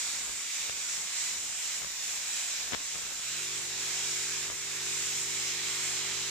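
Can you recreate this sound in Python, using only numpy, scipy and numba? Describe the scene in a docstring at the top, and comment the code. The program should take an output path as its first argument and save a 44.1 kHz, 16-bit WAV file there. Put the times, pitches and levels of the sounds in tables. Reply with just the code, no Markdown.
"""A bare stairwell: a steam lance hisses against the doors, two or three metres from a hand-held phone.
The turbulent jet flutters and comes back off door, floor and walls. Half way through, the boiler's
mains-driven pump starts to buzz underneath. A finger shifts over the left microphone port: it ticks
and crackles there, and the phone's gain control ducks everything under the harder pushes."""
import sys
import numpy as np
from scipy import signal
from scipy.fft import rfft, irfft, next_fast_len
from scipy.io import wavfile
from scipy.ndimage import uniform_filter1d
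from numba import njit

SR = 44100
rng = np.random.default_rng(int(sys.argv[2]) if len(sys.argv) > 2 else 0)


def store_pcm(level_fs):
    """Save levels as 16-bit WAV."""
    pcm = np.round(np.clip(level_fs, -1, 1) * 32767).astype(np.int16)
    wavfile.write(sys.argv[1], SR, np.atleast_2d(pcm).T)


N = 277815
TIME_S = np.arange(N) / SR


def undb(db):
    """Decibels to gain."""
    return 10 ** (np.asarray(db) / 20)


def curve_at(table, hz):
    """A spectrum table read on a log-frequency axis."""
    points_hz, value = np.transpose(table)
    return np.interp(np.log(hz), np.log(points_hz), value)


def wander(rate_hz):
    """Smooth random modulation: stepped levels, slewed twice."""
    hold = int(SR / rate_hz)
    steps = np.repeat(rng.standard_normal(N // hold + 1), hold)
    return 0.69 * uniform_filter1d(uniform_filter1d(steps, hold), hold)[:N]


# The pump's buzz, levels as they stand 1.5 s into its swell: mains_multiple, level_db, phase_rad
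PUMP_PARTIALS = [(1, -80, -4), (2, -61.5, 2.5), (3, -60, -1), (4, -65.5, -1), (5, -69.5, -0.9),
                 (6, -69, -2.5), (7, -58, 0), (8, -57, -2), (9, -63.5, 1.2), (10, -77, 2)]

def pump_buzz():
    """The plunger strikes once a mains cycle; housing and walls take a moment to fill each partial."""
    mains_hz, start_s, swell_db_per_s = 49.965, 3.2, 0.65
    flat_share, run_up_s, fill_s = .25, .04, .025
    running_s = np.maximum(TIME_S - start_s, 0)
    cycles = mains_hz * (TIME_S + flat_share * run_up_s * np.exp(-running_s / run_up_s))  # starts flat
    buzz = 0
    for multiple, level_db, phase in PUMP_PARTIALS:
        fade_in = np.minimum(running_s / (multiple * fill_s), 1) ** 3
        gain = undb(level_db + swell_db_per_s * (running_s - 1.5) + 1.5 * wander(10))
        partial = np.sqrt(2) * np.cos(2 * np.pi * multiple * cycles + phase + 0.075 * wander(4.8))
        buzz = buzz + fade_in * gain * partial
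    return buzz * undb([[-3], [0]])  # sits right of centre


# The finger's pushes as it shifts its grip: peak_s, movement_db, width_s
GRIP_SHIFTS = [(0.168, -61.5, 0.11), (0.292, -52.5, 0.075), (0.718, -54, 0.064), (0.987, -55.5, 0.044),
               (1.373, -58, 0.062), (1.478, -59, 0.09), (1.84, -51.5, 0.051), (2.147, -59, 0.094),
               (2.737, -50, 0.079), (2.965, -54, 0.043), (3.11, -52.5, 0.072), (3.64, -56.5, .05),
               (4.511, -49, 0.038)]

def grip_movement():
    """How much the finger moves: a swell for each shift over a resting creep."""
    movement = undb(-73.5)
    for peak_s, movement_db, width_s in GRIP_SHIFTS:
        slope_s = np.where(TIME_S < peak_s, width_s, 0.99 * width_s)
        movement = movement + undb(movement_db) * np.exp(-.5 * ((TIME_S - peak_s) / slope_s) ** 2)
    return movement


# Single sharp ticks of skin on the port: start_s, peak_db
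SKIN_TICKS = [(0.2465, -27), (0.2959, -18), (0.6951, -19), (0.6968, -13.5), (1.8199, -19), (1.8329, -21),
              (1.8406, -22), (1.8463, -17), (1.8481, -19), (2.7122, -18), (2.723, -9), (2.727, -19),
              (2.7311, -12), (2.7341, -13), (2.7345, -9), (2.7351, -9), (2.7398, -13), (2.7418, -16),
              (2.7437, -8), (2.7481, -5), (2.8126, -24), (2.9478, -25), (2.9568, -19), (2.9584, -20),
              (3.0168, -24), (3.1078, -23), (3.1205, -23), (4.5014, -14), (4.5166, -23), (4.5226, -26)]

def finger_on_port():
    """Skin sticks and slips on the port: one-sided pressure spikes over a slow squeeze of trapped air."""
    slips_per_s, tick_s, undershoot_s = 900, 5.3e-5, .003
    movement = grip_movement()
    slips = rng.random(N) < slips_per_s / SR
    spikes = slips * undb(4 * np.minimum(rng.exponential(size=N), 3) + 13) * movement
    start_s, peak_db = np.transpose(SKIN_TICKS)
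    np.add.at(spikes, np.round(start_s * SR).astype(int), undb(peak_db))
    age_s = np.arange(-12, 400) / SR
    snap = np.exp(-.5 * (age_s / tick_s) ** 2)
    undershoot = .09 * (age_s > 0) * np.exp(-np.abs(age_s) / undershoot_s)  # a soft thump in each tick
    crackle = signal.fftconvolve(spikes, snap - undershoot)[12:N + 12]
    rustle = signal.sosfilt(signal.butter(2, 9500, "high", fs=SR, output="sos"), rng.standard_normal(N))
    rumble = signal.sosfilt(signal.butter(1, 90, fs=SR, output="sos"), rng.standard_normal(N))
    squeeze = undb(37.5)
    return crackle + movement * (undb(6.5) * rustle + undb(18.5) * rumble + squeeze)


# Early reflections off door, floor and walls: delay_s
REFLECTIONS = [.0009, .0071, .0113, .0167, .0211, .0263, .0317, .0389]

def stairwell_echoes(hiss):
    """The hiss returns off the bare surfaces; each path drifts as the lance moves."""
    echo_db, drift_s = -17.5, 0.000314
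    sent_times = [np.abs(TIME_S - delay_s - drift_s * wander(2)) for delay_s in REFLECTIONS]
    echoes = [sum(np.interp(sent_s, TIME_S, port) for sent_s in sent_times) for port in hiss]
    return undb(echo_db) * np.array(echoes)


# The steam's tone colour, brightest near 7 kHz: frequency_hz, relative_density_db
STEAM_COLOUR = [(40, -24), (120, -24.5), (300, -20.5), (600, -18.5), (1200, -14.5), (2400, -5),
                (3100, -7.5), (3800, -5), (4500, -7.5), (5800, -2.5), (6250, -4), (6900, 0.5), (7600, 0),
                (8000, -4), (8300, -9.5), (9300, -13), (10000, -18), (11000, -21.5), (15300, -21.5)]
# How much of the hiss both ports have in common: frequency_hz, common_share
STEAM_MONO_SHARE = [(100, 0.9), (640, .8), (1400, 1), (2400, 0.28), (3070, 0.55), (5000, 0)]
# Which way the hiss leans: frequency_hz, left_minus_right_db
STEAM_BALANCE = [(100, 2), (640, -0.5), (2400, -5), (3100, 0), (3800, -4.5), (6000, -1.5), (6900, 0.5),
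                 (8000, -4), (9300, -3), (10200, 0), (15000, 4)]

def steam_spectrum(hz, size):
    """Stereo spectrum of turbulent noise: nearly mono in the lows and mids, wide in the treble."""
    left_lead_s = 4e-5
    common, left, right = rfft(rng.standard_normal((3, size)))
    share = np.clip(curve_at(STEAM_MONO_SHARE, hz), 0, 1)
    lead = np.exp(2j * np.pi * hz * left_lead_s)
    centre = np.array([lead * common, common]) * np.sqrt(share)
    sides = np.array([left, right]) * np.sqrt(1 - share)
    pan_db = np.array([[.5], [-.5]]) * curve_at(STEAM_BALANCE, hz)
    spectrum = (centre + sides) * undb(curve_at(STEAM_COLOUR, hz) + pan_db)
    nozzle_band = (hz > 5500) & (hz < 8500)  # the level is set by this band
    return spectrum * size / np.sqrt(2 * np.sum(np.abs(spectrum[:, nozzle_band]) ** 2))


# Fader moves for the nozzle's hiss and, riding on it, the roar on the door: time_s, hiss_db, roar_db
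JET_MOVES = [(0, -32.5, -5), (.3, -31.5, -4), (.6, -32, -5), (.9, -32, -4.5), (1.25, -31.5, -4.5),
             (1.5, -32, -5.5), (1.75, -32.5, -4), (2.1, -30.5, -6), (2.45, -33, -4), (2.9, -33, -4),
             (3.3, -32.5, -3.5), (3.6, -34, -4), (3.9, -32.5, -2.5), (4.4, -33, -3), (4.8, -32.5, -3),
             (5.15, -31.5, -5), (5.6, -33.5, -1), (5.9, -31.5, -3.5), (6.1, -34, 0), (6.3, -34, -1.5)]

def steam_lance():
    """The jet hisses in half-octave bands that flutter separately; the lower ones carry the door's roar."""
    roar_top_hz = 4850
    time_s, *faders = np.transpose(JET_MOVES)
    hiss_db, roar_db = [np.interp(TIME_S, time_s, fader) for fader in faders]
    roar_swing_db = roar_db - roar_db.mean()
    size = next_fast_len(N)
    hz = np.maximum(np.arange(size // 2 + 1) * SR / size, 1)
    spectrum = steam_spectrum(hz, size)
    hiss = 0
    for centre_hz in 32 * 2 ** np.arange(0, 9.5, .5):
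        bands_away = np.clip(2 * np.log2(hz / centre_hz), -1, 1)
        band = irfft(spectrum * np.cos(np.pi / 2 * bands_away) ** 2, size)[:, :N]
        roar_share = 1 / (1 + (centre_hz / roar_top_hz) ** 6)
        flutter_db = wander(5) + 1.34 * wander(18)
        hiss = hiss + undb(roar_share * roar_swing_db + flutter_db) * band
    return (hiss + stairwell_echoes(hiss)) * undb(hiss_db + 0.6 * wander(11))


def scene():
    """Steam and pump reach both ports, the finger only the left."""
    return steam_lance() + pump_buzz() + finger_on_port() * np.array([[1], [0]])


@njit
def follow_level(rectified, attack_s, release_s):
    """Envelope follower with separate rise and fall times."""
    envelope, level = np.empty(len(rectified)), rectified[:2000].mean()
    for i, sample in enumerate(rectified):
        level += (sample - level) / (SR * (attack_s if sample > level else release_s))
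        envelope[i] = level
    return envelope


def record(dry):
    """The phone's linked gain control ducks on the finger's squeeze too; low cut and top cut follow."""
    threshold_db, low_cut_hz, top_cut_hz = -23.5, 35, 15100
    level = follow_level(np.abs(dry).max(axis=0), attack_s=.018, release_s=.15)
    ducked = dry * np.minimum(undb(threshold_db) / level, 1) ** 0.37
    low_cut = signal.butter(3, low_cut_hz, "high", fs=SR, output="sos")
    resting_pressure = ducked[None, :, :400].mean(axis=2, keepdims=True)
    settled = signal.sosfilt_zi(low_cut)[:, None, :] * resting_pressure  # opens without a thump
    cleared = signal.sosfilt(low_cut, ducked, zi=settled)[0]
    return signal.sosfilt(signal.ellip(10, .2, 75, top_cut_hz, fs=SR, output="sos"), cleared)


dry = scene()
out = record(dry)
store_pcm(out)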